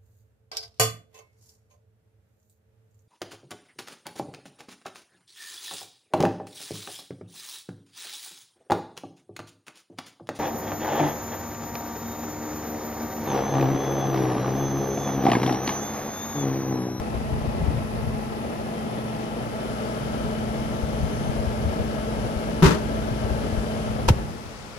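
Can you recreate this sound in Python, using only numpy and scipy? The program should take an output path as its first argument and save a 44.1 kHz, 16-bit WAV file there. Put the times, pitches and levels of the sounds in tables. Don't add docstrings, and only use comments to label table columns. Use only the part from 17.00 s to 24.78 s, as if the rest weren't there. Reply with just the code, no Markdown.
import sys
import numpy as np
from scipy import signal
from scipy.fft import rfft, irfft
from scipy.io import wavfile
from scipy.ndimage import uniform_filter1d

SR = 44100
rng = np.random.default_rng(int(sys.argv[2]) if len(sys.argv) > 2 else 0)


def write(x):
    x = np.atleast_2d(x).T
    wavfile.write(sys.argv[1], SR, np.round(np.clip(x, -1, 1) * 32767).astype(np.int16))


N = 343098
T = np.arange(N) / SR

# (time [s], depth [0-1])
DEPTH = [(1.2, 0.21), (2.4, 0.34), (2.8, 0.81), (4.3, 0.86), (4.85, 0.98), (6.8, 0.97), (7.5, 0)]
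# (bay mouth [dB], gain deep inside [dB], gain once drawn away [dB])
RUSH_LEVEL_DB = (-38.5, 2, -14)
HUM_LEVEL_DB = (-35.5, 2, -15)
HISS_LEVEL_DB = (-56.5, 4.9, 4.1)
LEAVE_S, LEAVE_LENGTH_S = 7.113, 0.5

# (frequency [Hz], right minus left [dB])
PORT_SHADE = [(100, -1), (220, -0.5), (400, -3.5), (650, -1.5), (900, -4), (1300, -3.5), (1700, -5),
              (2200, -3), (3000, -8), (4500, -13.5), (6500, -24.5), (8500, -8.5), (10000, 0)]
# (frequency [Hz], likeness [0-1])
PORT_LIKENESS = [(100, 0.8), (250, 0.67), (650, 0.92), (900, 0.7), (2200, 0.24), (4000, 0), (7000, 0),
                 (10000, 0.92)]

SHAFT_HZ, BLADE_HZ, MAINS_HZ = 58.6, 217.7, 59.9
# (multiple of shaft rate, level [dB], right minus left [dB])
SHAFT_LINES = [(1, -8.5, 0)]
# (multiple of mains rate, level [dB], right minus left [dB])
MAINS_LINES = [(2, -9, 0.5), (4, -7, 0), (14, -25, -18)]
# (multiple of shaft rate, level [dB], right minus left [dB])
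SHELL_LINES = [(51, -1, -12), (52, 0, -14), (53, -3, -14), (59, -6, -12), (93, -11, -15), (94, -11, -15),
               (102, -10, -15), (172, -9, -1), (173, -13, -1), (174, -9, -1)]
# (time [s], level [dB])
WHINE_BEAM = [(1.3, -9), (1.9, -2), (3, -4.5), (4.2, -4), (4.6, -6.5), (7, -4.5), (7.5, -25)]
# (time [s], level [dB])
SQUEAL_BEAM = [(2.9, -14), (3.3, -10), (3.9, -7), (4.3, -2), (4.4, -25), (5.9, -12), (7.5, -18)]
SQUEAL_MULTIPLE = 105
# (frequency [Hz], density [dB per Hz])
HISS_SPECTRUM = [(300, 6.5), (900, 6.5), (2000, 4), (3000, 1.5), (4000, 1), (5300, 2), (7000, -3.5),
                 (9000, -6.5), (12000, -45), (16000, -16)]
# (frequency [Hz], density [dB per Hz])
SIZZLE_SPECTRUM = [(7000, -14.5), (9400, -5), (10100, 5.5), (11500, -0.5), (12400, -1), (13300, -7),
                   (16000, -41)]
BUZZ_DB = -12.5

# (multiple of blade rate, level [dB], right minus left [dB])
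BLADE_LINES = [(1, -1, 0.5), (2, -16, 2.5), (3, -15.5, 0.5), (4, -24.5, 5)]
# (frequency [Hz], density [dB per Hz])
RUSH_SPECTRUM = [(40, -41), (100, -10.5), (150, -0.5), (190, -4.5), (290, -3.5), (380, -4.5), (500, -4.5),
                 (620, -5.5), (760, -7), (1000, -13.5), (1250, -15), (1500, -22), (2400, -24.5),
                 (5000, -32.5), (16000, -70)]
# (frequency at mouth [Hz], frequency deep inside [Hz], width [Hz],
# left at mouth [dB], right at mouth [dB], left deep inside [dB], right deep inside [dB])
BAY_MODES = [(437, 445, 70, -22, -3.5, -3.5, -9.5), (658.6, 615, 65, -15.5, -9, -0.5, -5),
             (833, 862, 70, -1, -25, -12, -12), (1016, 1070, 130, -2.5, -22, -35, -31),
             (1284, 1310, 130, -21, -23, -12.5, -20), (1780, 1600, 260, -25, -11.5, -9, -15),
             (1970, 2120, 200, -24, -12, -17, -26), (2533, 2800, 300, -21, -10.5, -19, -38)]
# (frequency [Hz], density [dB per Hz])
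WHOOSH_SPECTRUM = [(800, -25), (1050, -5), (1300, 9), (1600, 0), (2000, -34)]
SWING_S, SWING_LENGTH_S, SWING_DB = 2.95, 0.6, -7.5
WHISTLE_HZ, WHISTLE_DB = 1329.5, -17
WHISTLE_MOUTH_DB = -14

# (frequency [Hz], density [dB per Hz])
ROOM_SPECTRUM = [(40, -13), (70, 1), (140, 8), (280, -18), (380, -6), (600, 4.5), (760, -18), (1100, -5.5),
                 (1400, -1), (1700, -17.5), (2100, -12.5), (2600, -13.5), (8000, -37)]
ROOM_DB = -46.5

# (start [s], end [s], level [dB])
AIRSTREAM = [(0.093, 1.123, -29), (3.104, 7.287, -33)]
SHELTERED_DB, SHELTERED_AWAY_DB = -40.5, -4.5
STREAM_EDGE_S = 0.1
# (frequency [Hz], density [dB per Hz])
WIND_SPECTRUM = [(15, -29), (30, -25), (45, 2), (62, 1.5), (100, -1), (150, -0.5), (250, -18.5), (600, -46),
                 (8000, -100)]
# (time [s], peak [dB], frequency [Hz])
EDDIES = [(0, -24, 70), (0.144, -22, 58.9), (.323, -15.5, 65), (0.471, -20, 78), (.607, -22.5, 159),
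          (0.629, -18, 70), (.674, -11.5, 80), (0.737, -22, 125), (0.765, -19, 133), (.965, -26, 130),
          (1.022, -24, 133), (1.067, -20.5, 111), (1.135, -30, 144), (3.826, -17, 65.95),
          (4.029, -19, 64.9), (4.289, -20, 130.4), (4.383, -18.5, 66), (4.465, -20, 80),
          (4.647, -16, 71.14), (4.677, -24, 85), (4.794, -17, 78), (5.36, -19, 60), (6.11, -20, 111),
          (6.24, -21, 90), (6.308, -18, 68), (6.525, -21, 90), (6.574, -14.5, 58.4), (7.159, -24, 60),
          (7.239, -31, 90)]
EDDY_SWELL_S = 0.0082
PUFF_T60_S, EDDY_PUFF_DB = 0.24, -10

# (time [s], level [dB])
SWELLS = [(.613, -25), (4.311, -24), (4.89, -26)]
# (frequency [Hz], density [dB per Hz])
SWELL_SPECTRUM = [(120, -10), (350, 5), (750, 3), (1500, -27), (4000, -30), (12000, -55)]

# (time [s], half-width to 1/e [s], left [dB], right [dB])
RUBS = [(2.22, 0.045, -48, -61), (6.52, .06, -64, -55), (6.863, 0.092, -59, -50)]
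# (frequency [Hz], density [dB per Hz])
GLOVE_SPECTRUM = [(1000, -15), (3000, 3), (7000, -5), (9000, -10), (14000, -30)]

# (time [s], thud [dB], rattle [dB])
BLOWS = [(5.6234, -1.5, 0.5), (5.6293, 0.5, 3.5), (5.6347, 2, 2.5), (5.641, -6.5, 4), (5.6482, -9, 1),
         (5.6548, -4, -5), (5.6587, -14, -14), (5.677, -15, -14), (5.683, -3, -11), (5.71, -15, -15),
         (5.728, -10, -21)]
# (frequency [Hz], level [dB], t60 [s])
PANEL_MODES = [(165.5, 4, 0.066), (226, -28, .25), (365, -9, 0.11), (392, -6.5, 0.11), (587, -31, .3),
               (913, -25, 0.35), (937, -26, .2), (1227, -27, 0.3), (1336, -29, 0.3), (1486, -25, 0.22),
               (1705, -29, 0.31), (1900, -27, .2), (2640, -33, 0.18)]
# (frequency [Hz], density [dB per Hz])
SHEET_SPECTRUM = [(50, -14), (110, 2), (170, 6.5), (265, 0.5), (390, 6), (680, -17), (950, -4), (1350, -4),
                  (2000, -10.5), (3000, -12), (4500, -14.5), (6500, -16), (9000, -24.5), (12000, -28),
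                  (16000, -54)]
# (frequency [Hz], density [dB per Hz])
CLANG_SPECTRUM = [(600, -27), (860, 6), (1000, 5), (1300, -2), (1600, -18), (2400, -34)]
ROCK_S, ROCK_HZ, ROCK_DB, ROCK_T60_S = 5.6525, 66, -10.5, 0.2

# (time [s], level [dB])
CLACKS = [(7.081, -7), (7.085, 1.5), (7.087, 3), (7.0885, -11), (7.0935, -16), (7.0978, -19)]
# (frequency [Hz], density [dB per Hz])
TOOL_SPECTRUM = [(50, -8), (130, -6), (270, -4), (480, 6.5), (650, -7), (780, 4), (930, 3.5), (1100, -8),
                 (1350, -4), (2100, -12), (2850, -5.5), (3500, -11), (4500, -12), (5700, -13),
                 (6700, -15.5), (9000, -22.5), (12000, -24), (16000, -37)]
# (frequency [Hz], level [dB], t60 [s])
TOOL_MODES = [(794, -32, .06), (915, -31, 0.055), (1300, -38, .05), (2900, -35, 0.048)]
# (time [s], initial frequency [Hz], level [dB], t60 [s])
BUMPS = [(7.081, 75, -12, 0.11), (7.0874, 130, -13, 0.045), (7.1038, 150, -2.5, 0.083)]
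BUMP_SAG_S = 0.017

TOP_HZ = 15700


def undb(db):
    return 10 ** (np.asarray(db) / 20)


def unit(x):
    return x / np.sqrt(np.mean(x ** 2))


def curve(points):
    s, value = np.transpose(points)
    return np.interp(T, s, value)


def along(points, hz):
    f, value = np.transpose(points)
    return np.interp(np.log(hz + 1), np.log(f), value)


def walk(rate_hz):
    k = int(SR / rate_hz)
    held = np.repeat(rng.standard_normal(N // k + 1), k)
    smooth = uniform_filter1d(uniform_filter1d(held, k), k)
    return np.sqrt(2) * smooth[:N]


def noise(spectrum, lag_ms=0, shade=1, alike=1, size=N):
    hz = np.fft.rfftfreq(size, 1 / SR)
    left, own = rfft(rng.standard_normal((2, size))) * undb(along(spectrum, hz))
    c = np.clip(alike * along(PORT_LIKENESS, hz), 0, 1)
    lag = np.exp(-2j * np.pi * hz * lag_ms / 1000)
    right = c * left * lag + np.sqrt(1 - c ** 2) * own
    pair = irfft([left, right * undb(shade * along(PORT_SHADE, hz))], size)
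    return pair / pair[0].std()


def tones(base_hz, lines, waver_db, waver_rate_hz, drift, lag_ms=0.21):
    turns = np.cumsum(base_hz * (1 + drift * walk(3))) / SR
    out = 0
    for multiple, db, right_db in lines:
        k = round(multiple)
        phase = 2 * np.pi * (k * turns + rng.random())
        late = 2 * np.pi * k * base_hz * lag_ms / 1000
        pair = np.array([np.sin(phase), undb(right_db) * np.sin(phase - late)])
        level = undb(db + waver_db * walk(waver_rate_hz))
        out = out + np.sqrt(2) * level * pair
    return out, turns


def ring(hz, t60_s):
    return np.sin(2 * np.pi * hz * T) * np.exp(-np.log(1000) * T / t60_s)


def strike(times_s, levels_db, response):
    force = np.zeros(N)
    force[(np.asarray(times_s) * SR).astype(int)] = undb(levels_db)
    return signal.fftconvolve(force, response)[:N]


def dying(times_s, levels_db, t60_s):
    leak = np.exp(-2 * np.log(1000) * T / t60_s)
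    energy = strike(times_s, 2 * np.asarray(levels_db), leak)
    return np.sqrt(np.maximum(energy, 0))


def loudness(law, inside, away):
    mouth_db, inside_db, away_db = law
    return mouth_db + inside_db * inside + away_db * away


def clatter(turns, spectrum, size=8192, count=260):
    hz = SHAFT_HZ * np.arange(1, count)
    db = along(spectrum, hz) + 4 * rng.standard_normal((2, len(hz)))
    db[1] += along(PORT_SHADE, hz)
    lines = undb(db) * np.exp(2j * np.pi * rng.random(db.shape))
    one_turn = irfft(np.pad(lines, ((0, 0), (1, 0))), size)
    position = (turns * size).astype(int) % size
    return one_turn[:, position] / one_turn[0].std()


def sizzle(rush_db, turns):
    db = -37.5 + 0.48 * rush_db + 0.5 * walk(4)
    hiss = noise(SIZZLE_SPECTRUM, lag_ms=-0.27, shade=0)
    return undb(db) * (hiss + undb(BUZZ_DB) * clatter(turns, SIZZLE_SPECTRUM))


def compressor(hum_db, hiss_db, rush_db, inside):
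    shaft, _ = tones(SHAFT_HZ, SHAFT_LINES, waver_db=3, waver_rate_hz=2.82, drift=0.000066)
    iron, _ = tones(MAINS_HZ, MAINS_LINES, waver_db=1, waver_rate_hz=2.5, drift=0.0001, lag_ms=0.85)
    shell, turns = tones(SHAFT_HZ, SHELL_LINES, waver_db=3, waver_rate_hz=18, drift=0.0002)
    hum = undb(hum_db) * (undb(12 * (inside - 1)) * shaft + iron)

    valves = 0.36 * sum(walk(2) * clatter(turns, HISS_SPECTRUM) for _ in range(2))
    stroke = 1 + 0.057 * np.cos(2 * np.pi * turns)
    gas = undb(10.5) * stroke * noise(HISS_SPECTRUM, lag_ms=-0.15)

    band = noise([(1500, -70), (2600, -18), (3060, 3), (3450, -2), (3750, -22), (7000, -68)])
    whine = undb(curve(WHINE_BEAM)) * (shell + undb(3) * band)
    squeal_line = [(SQUEAL_MULTIPLE, 0, -15)]
    thin, _ = tones(SHAFT_HZ, squeal_line, waver_db=3, waver_rate_hz=25, drift=0.0005)
    squeal = undb(curve(SQUEAL_BEAM)) * thin

    hissing = undb(hiss_db) * (gas + undb(4.5) * valves + whine + squeal)
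    return hum + hissing + sizzle(rush_db, turns)


def bay(inside, lag_ms=0.34):
    out = 0
    for mouth_hz, deep_hz, width_hz, *levels_db in BAY_MODES:
        hz = mouth_hz + (deep_hz - mouth_hz) * inside
        phase = 2 * np.pi * np.cumsum(hz) / SR
        rate_hz = 1.8 * width_hz
        shared, own = (walk(rate_hz) + 1j * walk(rate_hz) for _ in range(2))
        c = np.clip(along(PORT_LIKENESS, deep_hz), 0, 1)
        lag = np.exp(-2j * np.pi * deep_hz * lag_ms / 1000)
        right = c * shared * lag + np.sqrt(1 - c ** 2) * own
        db = np.outer(levels_db[:2], 1 - inside) + np.outer(levels_db[2:], inside)
        narrowband = (np.array([shared, right]) * np.exp(1j * phase)).real
        out = out + undb(db) * unit(narrowband)
    swell = undb(SWING_DB) * np.exp(-((T - SWING_S) / SWING_LENGTH_S) ** 2)
    return out + swell * noise(WHOOSH_SPECTRUM, lag_ms=lag_ms)


def fan(rush_db, hum_db, inside):
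    blades, _ = tones(BLADE_HZ, BLADE_LINES, waver_db=1, waver_rate_hz=4, drift=0.0008, lag_ms=0.3)
    pure, _ = tones(WHISTLE_HZ, [(1, 0, 0)], waver_db=2, waver_rate_hz=12, drift=0.0003, lag_ms=0.08)
    whistle = undb(WHISTLE_DB + np.outer([0, WHISTLE_MOUTH_DB], 1 - inside)) * pure
    flicker_db = 0.5 * walk(14) + 1.2 * walk(150)
    rush = undb(6 + flicker_db) * noise(RUSH_SPECTRUM, lag_ms=0.41)
    return undb(hum_db) * blades + undb(rush_db) * (rush + bay(inside) + whistle)


def tiled_room():
    return undb(ROOM_DB) * noise(ROOM_SPECTRUM, shade=0.21, alike=0.63)


def eddy(start_s, hz):
    age = np.maximum(T - start_s, 0)
    swell = age / EDDY_SWELL_S * np.exp(1 - age / EDDY_SWELL_S)
    return np.sin(2 * np.pi * hz * age) * swell


def stream_edge(s):
    return (1 + np.tanh((T - s) / STREAM_EDGE_S)) / 2


def draught(away):
    stream_power = sum(
        undb(db) ** 2 * stream_edge(start) * (1 - stream_edge(end)) for start, end, db in AIRSTREAM)
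    sheltered = undb(SHELTERED_DB + SHELTERED_AWAY_DB * away)
    times_s, peaks_db, _ = np.transpose(EDDIES)
    puffs = uniform_filter1d(dying(times_s, peaks_db + EDDY_PUFF_DB, PUFF_T60_S), size=600)
    strength = np.sqrt(stream_power + sheltered ** 2 + puffs ** 2)
    gust_db = 1.8 * walk(16)
    flutter = strength * undb(gust_db) * noise(WIND_SPECTRUM, shade=1.5, alike=0.22)
    eddies = sum(undb(peak_db) * eddy(s, hz) for s, peak_db, hz in EDDIES)
    return flutter + np.outer([1.3, 0.2], eddies)


def swells():
    s, db = np.transpose(SWELLS)
    return dying(s, db, t60_s=0.04) * noise(SWELL_SPECTRUM, lag_ms=0.2)


def glove():
    envelope = 0
    for s, length_s, left_db, right_db in RUBS:
        rub = np.exp(-((T - s) / length_s) ** 2)
        envelope = envelope + np.outer(undb([left_db, right_db]), rub)
    return envelope * undb(2 * walk(82)) * noise(GLOVE_SPECTRUM, shade=0, alike=0.3)


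def cabinet_knock():
    s, thud_db, rattle_db = np.transpose(BLOWS)
    modes = sum(undb(db) * ring(hz, t60_s) for hz, db, t60_s in PANEL_MODES)
    thud = undb(-14) * strike(s, thud_db, modes)
    sheet = noise(SHEET_SPECTRUM, lag_ms=0.177, shade=0.98)
    rattle = undb(-22.5 + 2 * walk(350)) * dying(s, rattle_db, t60_s=0.27) * sheet
    dull = [(hz, db - 3 * np.log2(1 + hz / 2500)) for hz, db in SHEET_SPECTRUM]
    room = undb(-22.5 + 2 * walk(120)) * dying(s, rattle_db, t60_s=0.49) * noise(dull, alike=0.16)
    clang = undb(-20.5) * dying(s, thud_db, t60_s=0.11) * noise(CLANG_SPECTRUM, lag_ms=0.33)
    rock = strike([ROCK_S], [ROCK_DB], ring(ROCK_HZ, ROCK_T60_S))
    return np.outer([1, 0.9], thud + rock) + clang + rattle + room


def bump(start_s, hz, t60_s):
    age = np.maximum(T - start_s, 0)
    cycles = hz * BUMP_SAG_S * np.log1p(age / BUMP_SAG_S)
    return np.sin(2 * np.pi * cycles) * np.exp(-np.log(1000) * age / t60_s)


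def tool_knock():
    s, db = np.transpose(CLACKS)
    clack = undb(-15) * dying(s, db, t60_s=0.057) * noise(TOOL_SPECTRUM, shade=0.1, alike=0.23)
    hardest = db.argmax()
    modes = sum(undb(mode_db) * ring(hz, t60_s) for hz, mode_db, t60_s in TOOL_MODES)
    ringing = strike([s[hardest]], [db[hardest]], modes)
    room = undb(-44.5) * dying(s, db, t60_s=0.5) * noise(TOOL_SPECTRUM, shade=0.2, alike=0.47)
    thumps = sum(undb(bump_db) * bump(start_s, hz, t60_s) for start_s, hz, bump_db, t60_s in BUMPS)
    return clack + ringing + room + thumps


def scene():
    inside = np.clip(curve(DEPTH), 0, 1)
    away = np.clip((T - LEAVE_S) / LEAVE_LENGTH_S, 0, 1)
    rush_db = loudness(RUSH_LEVEL_DB, inside, away)
    hum_db = loudness(HUM_LEVEL_DB, inside, away)
    hiss_db = loudness(HISS_LEVEL_DB, inside, away)
    machine = compressor(hum_db, hiss_db, rush_db, inside) + fan(rush_db, hum_db, inside)
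    air = draught(away) + swells()
    knocks = cabinet_knock() + tool_knock()
    return machine + tiled_room() + air + glove() + knocks


def record(dry):
    bass_cut = signal.butter(1, 12, "high", fs=SR, output="sos")
    dry = signal.sosfilt(bass_cut, dry)
    rounded = dry / (1 + dry ** 4) ** (1 / 4)
    top_cut = signal.ellip(8, 0.2, 80, TOP_HZ, fs=SR, output="sos")
    return signal.sosfilt(top_cut, rounded)


dry = scene()
out = record(dry)
write(out)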